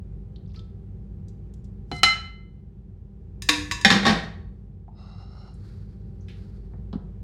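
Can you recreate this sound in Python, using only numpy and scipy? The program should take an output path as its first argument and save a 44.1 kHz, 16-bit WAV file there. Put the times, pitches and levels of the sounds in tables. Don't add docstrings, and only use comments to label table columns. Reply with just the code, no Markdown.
import sys
import numpy as np
from scipy import signal
from scipy.fft import rfft, irfft, next_fast_len
from scipy.io import wavfile
from scipy.ndimage import map_coordinates

SR = 44100
rng = np.random.default_rng(int(sys.argv[2]) if len(sys.argv) > 2 else 0)


def persist_wave(psi):
    counts = np.round(np.clip(psi, -1, 1) * 32767).astype(np.int16)
    wavfile.write(sys.argv[1], SR, np.atleast_2d(counts).T)


N = 318843
T = np.arange(SR) / SR


def amp(db):
    return 10 ** (np.asarray(db) / 20)


def unit(x):
    return x / np.sqrt(np.mean(x ** 2) + 1e-20)


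def along(points, hz):
    f, v = np.transpose(points)
    return np.interp(np.log(hz + 1), np.log(f + 1), v)


def level(rows):
    return amp(np.interp(np.arange(N) / SR, *np.transpose(rows)))


def wobble(rate):
    knots = rng.standard_normal(int(N * rate / SR) + 4)
    return map_coordinates(knots, [np.arange(N) * rate / SR])


def swell(t, start, hold, rise, fall):
    before = np.maximum(start - t, 0)
    after = np.maximum(t - start - hold, 0)
    return amp(-20 * (before / rise + after / fall))


def filtered(x, response):
    m = next_fast_len(len(x) + 8192)
    return irfft(rfft(x, m) * response(np.fft.rfftfreq(m, 1 / SR)), m)[:len(x)]


def noise(colour, size):
    return unit(filtered(rng.standard_normal(size), lambda hz: amp(colour(hz))))


def octaves(hz, centre_hz=2500):
    return np.log2((hz + 1) / centre_hz)


def add(track, s, sound):
    i = round(s * SR)
    track[i:i + len(sound)] += sound[:N - i]


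# (f/Hz, t60/s)
KITCHEN_DECAY = [(100, .45), (700, 0.54), (2000, .48), (5000, .39), (8000, 0.35), (14000, .22)]


def room_tail():
    hz, t, z = signal.stft(rng.standard_normal(SR), SR, nperseg=256)
    decay = amp(-60 * t / along(KITCHEN_DECAY, hz)[:, None])
    tail = signal.istft(z * decay, SR, nperseg=256)[1][:SR]
    tail = tail * (1 - np.exp(-T / .006))
    return tail / np.linalg.norm(tail)


def in_room(sound, room_db):
    return sound + amp(room_db) * signal.fftconvolve(sound, room_tail())[:SR]


CONTACT_S = 0.00017


def burst(colour, t60, room_db, crack=1):
    size = SR // 3
    t = T[:size]
    decay = amp(-60 * t / t60) + crack * amp(-60 * t / 0.016)
    envelope = decay * (1 - np.exp(-t / CONTACT_S))
    return in_room(np.pad(noise(colour, size=size) * envelope, (0, SR - size)), room_db)


def ring(modes, tilt=0, scatter_db=2, cycles=1, blur=0.28, early=0):
    out = np.zeros(SR)
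    for hz, db, t60 in modes:
        drift = blur * np.cumsum(rng.standard_normal(SR)) / 100
        phase = 2 * np.pi * (hz * T + rng.random()) + drift
        fade_db = -60 * T / min(t60, .5)
        rise = 1 - np.exp(-T * hz / cycles)
        gain = amp(db + tilt * octaves(hz) + scatter_db * rng.normal() + fade_db)
        out += gain * rise * np.sin(phase)
    return out * (1 + early * np.exp(-T / 0.015))


def tick(centre_hz, width, t60):
    def band(hz):
        return -10 * np.log10(1 + (octaves(hz, centre_hz) / width) ** 6)
    return amp(-5) * burst(band, t60, room_db=-11.5, crack=0.55)


# (t/s, level/dB)
FAN_LEVEL = [(0.0, -41), (2.09, -41.5), (2.39, -44.5), (2.96, -45.5), (4.05, -38.5), (4.87, -46),
             (5.78, -41.5), (7.23, -40)]
# (f/Hz, relative level/dB)
AIR_SPECTRUM = [(20, -33.5), (38, -15), (50, -7), (72, -7), (98, -3.5), (128, -12.5), (180, -11),
                (275, -29.5), (370, -25), (480, -33.5), (620, -42), (1200, -52), (4500, -66.5),
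                (15000, -79.5)]
# (f/Hz, relative level/dB, wander rate/s^-1)
MOTOR_TONES = [(52, -41.5, 5.5), (95.7, -49.5, 5.6), (145.7, -55, 5.4), (198.4, -51, 2.7), (387, -62, 1.5),
               (471, -69, 4), (591, -88, 0.54), (790, -75.5, 1.6)]


def fan():
    t = np.arange(N) / SR
    rumble = amp(-2.0) * noise(lambda hz: along(AIR_SPECTRUM, hz), size=N)
    tones = np.zeros(N)
    for hz, db, rate in MOTOR_TONES:
        gain = amp(db + 0.5 * wobble(rate)) * np.sqrt(2)
        tones += gain * np.sin(2 * np.pi * hz * t + 1.2 * wobble(rate))
    strength = unit(level(FAN_LEVEL))
    return strength * (amp(-38.5) * rumble + amp(-1.5) * tones)


# (t/s, relative level/dB, centre f/Hz, width to each side/octaves, t60/s)
LIGHT_TICKS = [(.360, -45.5, 3840, 0.22, .045), (.560, -48, 4500, 0.21, 0.12),
               (.5928, -43.5, 3800, 0.25, 0.032), (1.283, -54, 5200, .55, .07),
               (1.538, -53, 5300, .7, 0.039), (1.643, -59, 5090, .6, 0.075), (5.540, -60, 8050, 0.28, .08),
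               (6.208, -66, 6040, .15, 0.2), (6.284, -46.5, 2610, .65, .33), (6.928, -46, 3620, 0.37, 0.1)]


def light_ticks():
    out = np.zeros(N)
    for s, db, centre_hz, width, t60 in LIGHT_TICKS:
        add(out, s, amp(db) * tick(centre_hz, width, t60))
    return out


PASTA_LANDS_S, PASTA_RISE_S, PASTA_FALL_S, PASTA_DB = .565, 0.11, 0.093, -59
STRANDS_PER_S, STRAND_HZ, STRAND_SPREAD_OCT, STRAND_SCATTER_DB = 90, 4470, 0.37, 1.5
PLOP_DB, PLOP_HZ, PLOP_LEAD_S = -53.5, 1690, 0.021
SOFT_RING_DB, SOFT_TILT = -52.5, -0.5


def pasta(count=2):
    out = np.zeros(N)
    length = PASTA_RISE_S + PASTA_FALL_S
    times = PASTA_LANDS_S - PASTA_RISE_S + np.arange(0, length, 1 / STRANDS_PER_S)
    for s, (late, size, pitch) in zip(times, rng.standard_normal((len(times), 3))):
        stroke = swell(s, PASTA_LANDS_S, 0, 2 * PASTA_RISE_S, PASTA_FALL_S)
        gain = amp(PASTA_DB + STRAND_SCATTER_DB * size) * stroke
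        centre_hz = STRAND_HZ * 2 ** (STRAND_SPREAD_OCT * pitch)
        add(out, s + 0.33 * late / STRANDS_PER_S, gain * tick(centre_hz, width=0.24, t60=0.059))
    add(out, PASTA_LANDS_S - PLOP_LEAD_S, amp(PLOP_DB) * tick(PLOP_HZ, width=1.0, t60=0.24))
    low_modes = [mode[:3] for mode in BOWL_MODES[:count]]
    add(out, PASTA_LANDS_S, amp(SOFT_RING_DB) * ring(low_modes, SOFT_TILT, cycles=6))
    return out


# (f/Hz, relative level/dB, t60/s, split/Hz, share of the partner)
BOWL_MODES = [(791, -17, .3, 14, .4), (1313, -6, .45, 22, .7), (2071, 0, .5, 6.2, -.8),
              (3001, -5, .5, 9, .35), (4085, -2, .42, 12, .7), (5120, -23, .3, 20, .4),
              (5383, -20, .3, 25, .4), (6331, -27, .32, 11, .4), (6616, -28, .32, 13, .4),
              (7020, -28, .3, 19, .4), (7510, -25, .32, 17, .4), (8608, -29, .27, 21, .4),
              (10080, -30, .26, 6, .3)]


def bowl_chime():
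    chime = np.zeros(SR)
    for hz, db, t60, split, share in BOWL_MODES:
        pair = np.sin(2 * np.pi * hz * T) + share * np.sin(2 * np.pi * (hz + split) * T)
        chime += amp(db - 60 * T / t60) * pair
    return chime


# (t/s, relative level/dB, relative ring level/dB, thud level/dB, brightness of the chink/dB per octave)
BOWL_KNOCKS = [(1.9152, -30, -4, 3, -4.5), (2.0324, -13.5, 3, -16, 1.5), (2.037, -22, -29, -16.5, -1.5)]
# (f/Hz, relative level/dB)
CHINK_SPECTRUM = [(200, -15), (550, -19), (780, -0.5), (1050, -10), (1400, -0.5), (2500, -4), (4200, -4.5),
                  (5500, -8), (7500, -16.5), (10000, -30), (12500, -42), (15800, -47)]
# (f/Hz, relative level/dB, t60/s)
COUNTER_MODES = [(125, -2.5, 0.14), (153, -1, .22), (207.7, -3.5, 0.16), (280, -3.5, 0.11), (374, -4, 0.16),
                 (490, -12, .15), (720, -6, 0.23), (794, -4, 0.15)]


def bowl():
    out = np.zeros(N)
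    chime = bowl_chime()
    for s, db, ring_db, thud_db, tilt in BOWL_KNOCKS:
        chink = burst(lambda hz: along(CHINK_SPECTRUM, hz) + tilt * octaves(hz),
                      t60=0.087, room_db=-8.5, crack=0.92)
        ringing = in_room(chime, room_db=-14)
        thud = ring(COUNTER_MODES, cycles=.6)
        add(out, s, amp(db) * (amp(-0.5) * chink + amp(ring_db - 3) * ringing + amp(thud_db) * thud))
    return out


DRAG_S, DRAG_LENGTH_S, DRAG_DB, DRAG_EDGE_S = 1.96, 0.023, -52, .045
# (f/Hz, relative level/dB)
DRAG_SPECTRUM = [(1000, -20.5), (4000, -8), (5200, -1), (6200, -7.5), (8700, -10), (11600, -18.5),
                 (12500, -45.5)]


def rim_drag():
    hiss = unit(noise(lambda hz: along(DRAG_SPECTRUM, hz), size=N) * amp(2.5 * wobble(150)))
    return amp(DRAG_DB) * hiss * swell(np.arange(N) / SR, DRAG_S, DRAG_LENGTH_S, DRAG_EDGE_S, DRAG_EDGE_S)


# (t/s, relative level/dB, relative ring level/dB, brightness/dB per octave)
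TONG_BLOWS = [(3.4212, -34, -4.5, 6), (3.4887, -16.5, -4.5, 1.5), (3.4915, -9.5, -6.5, -0.5),
              (3.712, -23.5, -3.5, 0), (3.72, -27, 0.5, 1), (3.8122, -39.5, 5, 2)]
# (f/Hz, relative level/dB, t60/s before the cap in ring)
SKILLET_MODES = [(298.2, -9, 0.95), (487, -18.5, 0.55), (970, -10.5, .25), (1110, -6.5, 0.11),
                 (1738, -11, .52), (1830, -15, 0.3), (2036, -18, 0.15), (2500, -26, 0.44),
                 (2589, -17.5, .35), (2675, -12.5, 0.18), (3680, -17, .25), (3966, -14, 0.35),
                 (3877, -16, 0.2), (4770, -14, .2), (5050, -14.5, 0.25), (5400, -22, .37),
                 (5997, -18, 0.44), (6684, -18, 0.44), (7570, -25.5, 0.5), (8530, -23, 0.13),
                 (9390, -24, 0.18)]
# (f/Hz, relative level/dB)
CLATTER_SPECTRUM = [(150, -19), (300, -15), (520, -16), (660, -20.5), (1100, -14.5), (1300, -16.5),
                    (1800, 1), (2600, -4.5), (3200, -10.5), (3850, -3), (4300, -9), (6500, -13),
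                    (10000, -24), (15800, -34)]
# (f/Hz, relative level/dB)
SHIMMER_SPECTRUM = [(600, -21), (1500, -2.5), (4500, -0.5), (7000, -3), (11000, -12.5), (15000, -32.5)]
SHIMMER_DB, SHIMMER_T60_S = -24, 0.51


def tongs():
    out = np.zeros(N)
    for s, db, ring_db, tilt in TONG_BLOWS:
        rattle = burst(lambda hz: along(CLATTER_SPECTRUM, hz) + tilt * octaves(hz),
                       t60=.06, room_db=-9, crack=2)
        clink = ring(SKILLET_MODES, tilt, scatter_db=1.5, cycles=2.5, blur=.5, early=2.5)
        clink = in_room(clink, room_db=-7.0)
        shimmer = noise(lambda hz: along(SHIMMER_SPECTRUM, hz), size=SR)
        shimmer = shimmer * amp(SHIMMER_DB - 60 * T / SHIMMER_T60_S)
        add(out, s, amp(db) * (amp(-5.0) * rattle + shimmer + amp(ring_db - 6) * clink))
    return out


# (f/Hz, relative level/dB)
CRUNCH_SPECTRUM = [(120, -12.5), (250, -3), (450, -2), (750, -6.5), (1350, -5.5), (1800, -0.5),
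                   (2700, -9.5), (3800, -4.5), (5000, -9), (7000, -19.5), (10000, -29), (13000, -40),
                   (15800, -53)]
# (f/Hz, relative level/dB, t60/s before the cap in ring)
GRATE_MODES = [(544, -26, 0.44), (794, -10, 0.31), (1114, -14, 0.41), (1567, -12, 0.17), (1710, -18, .33),
               (1720, -14.5, 0.15), (1858, -11.5, 0.55), (1886, -11, 0.42), (2116, -15, 0.095),
               (2445, -20.5, .35), (3070, -23, 0.45), (3330, -16.5, 0.17), (3597, -9, 0.15),
               (3680, -12, 0.25), (3840, -17, 0.36), (3900, -20, .25), (4440, -21.5, 0.58),
               (4780, -23.5, .3), (5460, -22.5, 0.18), (6652, -27.5, 0.6), (7500, -34.5, .18)]
# (f/Hz, relative level/dB, t60/s before the cap in ring)
STOVE_MODES = [(100.7, -16.5, 0.31), (165.5, -12, 0.57), (197.4, -6.5, 0.49), (213.1, -2, 0.23),
               (347, -19, .3)]


def grate_contact(ring_db, thud_db, tilt):
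    crunch = burst(lambda hz: along(CRUNCH_SPECTRUM, hz) + tilt * octaves(hz),
                   t60=0.12, room_db=-3.5, crack=0.45)
    clang = in_room(ring(GRATE_MODES, tilt, scatter_db=5.0, blur=.9, early=2.6), room_db=-8.5)
    boom = ring(STOVE_MODES, scatter_db=1.5, cycles=.8, blur=.45)
    return amp(-3) * crunch + amp(ring_db - 9.0) * clang + amp(thud_db + 2.0) * boom


# (t/s, relative level/dB, relative ring level/dB, brightness/dB per octave)
EDGE_BLOWS = [(3.8482, -15, 10, 1.5), (4.03, -29, 1.5, -1.5), (4.0523, -21.5, 4.5, -0.5)]
EDGE_THUD_DB, REBOUND_S, REBOUND_LOSS_DB = -10.5, 0.0056, 2.5
REBOUND_DAMPING_DB, REBOUND_THUD_DB, REBOUND_TILT = 8, 0.5, -1
# (t/s, relative level/dB, time between rocks/s, brightness/dB per octave)
FLAT_LANDINGS = [(3.903, -12.5, .0098, 0.2), (4.0651, -14, .015, -0.74)]
FLAT_RING_DB, FLAT_THUD_DB = -4, -2.5
ROCK_LOSS_DB, ROCK_THUD_DB, ROCK_TILT = 4, 3, -0.59
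# (t/s, relative level/dB)
SETTLING_THUMPS = [(3.962, -34), (4.170, -38), (4.233, -45)]
SETTLE_RING_DB, SETTLE_THUD_DB = -5.5, 9.5


def skillet(count=4):
    out = np.zeros(N)
    for s, db, ring_db, tilt in EDGE_BLOWS:
        add(out, s, amp(db) * grate_contact(ring_db, EDGE_THUD_DB, tilt))
        rebound = grate_contact(ring_db - REBOUND_DAMPING_DB, REBOUND_THUD_DB, tilt + REBOUND_TILT)
        add(out, s + REBOUND_S, amp(db - REBOUND_LOSS_DB) * rebound)
    for s, db, rock_s, tilt in FLAT_LANDINGS:
        for k in range(count):
            contact = grate_contact(FLAT_RING_DB, FLAT_THUD_DB + k * ROCK_THUD_DB, tilt + k * ROCK_TILT)
            add(out, s + k * rock_s, amp(db - k * ROCK_LOSS_DB) * contact)
    for s, db in SETTLING_THUMPS:
        add(out, s, amp(db) * grate_contact(SETTLE_RING_DB, SETTLE_THUD_DB, tilt=0.59))
    return out


# (t/s, relative level/dB)
BOWL_NUDGES = [(4.881, -44), (4.916, -56)]
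NUDGE_HZ, NUDGE_OCT, NUDGE_T60_S = 790, 0.21, 0.1


def nudges():
    out = np.zeros(N)
    for s, db in BOWL_NUDGES:
        add(out, s, amp(db) * tick(NUDGE_HZ, NUDGE_OCT, NUDGE_T60_S))
    return out


# (f/Hz, width/Hz, relative level/dB)
FOOT_RESONANCES = [(547, 110, -8), (772, 83, 2.5), (1226, 140, -1.5), (1392, 110, -2.5), (2060, 92, -13.5),
                   (2765, 60, -8), (3940, 110, -5.5), (4400, 450, -15), (5220, 73, -3), (6610, 270, -25),
                   (8050, 180, -30), (9500, 300, -34.5)]
SLIDE_S, SLIDE_LENGTH_S, SLIDE_DB = 4.99, 0.494, -57
SLIDE_STICK_DB = 1
SLIDE_RISE_S, SLIDE_FALL_S = 0.044, 0.11
TURN_S, TURN_LENGTH_S, TURN_FROM, TURN_TO = 4.98, 0.43, .975, 1.03


def foot_response(f):
    total = 0
    for k, (centre, width, db) in enumerate(FOOT_RESONANCES):
        resonance = 1j * f * width / (centre * centre - f * f + 1j * f * width)
        total = total + (-1) ** k * amp(db) * resonance
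    return total


def slide():
    t = np.arange(N) / SR
    grit = rng.standard_normal(N) * amp(1.0 * wobble(300) + SLIDE_STICK_DB * wobble(23))
    ratio = np.interp(t, [TURN_S, TURN_S + TURN_LENGTH_S], [TURN_FROM, TURN_TO])
    scrape = map_coordinates(filtered(grit, foot_response), [np.cumsum(ratio)], mode="wrap")
    return amp(SLIDE_DB) * unit(scrape) * swell(t, SLIDE_S, SLIDE_LENGTH_S, SLIDE_RISE_S, SLIDE_FALL_S)


# (t/s, relative level/dB)
HISS_SWELLS = [(5.68, -63), (6.40, -66.5)]
# (f/Hz, relative level/dB)
HISS_SPECTRUM = [(400, -10), (800, -6), (1400, 1), (3000, -13.5), (4500, -2.5), (6000, -14.5), (11000, -22),
                 (15000, -32)]
HISS_RISE_S, HISS_FALL_S = 0.24, .45


def soft_hisses():
    t = np.arange(N) / SR
    swells = sum(amp(db) * swell(t, s, 0, HISS_RISE_S, HISS_FALL_S) for s, db in HISS_SWELLS)
    hiss = noise(lambda hz: along(HISS_SPECTRUM, hz), size=N)
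    return unit(hiss * amp(1.6 * wobble(58))) * swells


# (t/s, relative level/dB, thud level/dB)
SOFT_BUMPS = [(6.736, -51.5, 13), (6.930, -41.5, 17), (6.952, -50.5, 29.5)]
# (f/Hz, relative level/dB)
BUMP_SPECTRUM = [(100, -13.5), (400, 19), (700, 17), (1300, 11.5), (2000, 0), (5000, -53)]
# (f/Hz, relative level/dB, t60/s)
HOLDER_MODES = [(140, -7, 0.086), (191, 2.5, 0.071), (248, -0.5, 0.05), (387.6, -20, 0.097)]


def bumps():
    out = np.zeros(N)
    for s, db, thud_db in SOFT_BUMPS:
        contact = burst(lambda hz: along(BUMP_SPECTRUM, hz), t60=0.11, room_db=-8, crack=0.24)
        thud = ring(HOLDER_MODES, cycles=0.64)
        add(out, s, amp(db) * (contact + amp(thud_db) * thud))
    return out


def scene():
    serving = light_ticks() + pasta() + bowl() + rim_drag()
    stove = tongs() + skillet()
    late = nudges() + slide() + soft_hisses() + bumps()
    return (fan() + serving + stove + late)[None]


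TOP_HZ = 15800


def record(dry):
    thinned = signal.sosfilt(signal.butter(3, 30, "highpass", fs=SR, output="sos"), dry[0])
    rounded = thinned / (1 + np.abs(thinned / .97) ** 8) ** (1 / 8)
    return filtered(rounded, lambda hz: hz < TOP_HZ)[None]


dry = scene()
out = record(dry)
persist_wave(out)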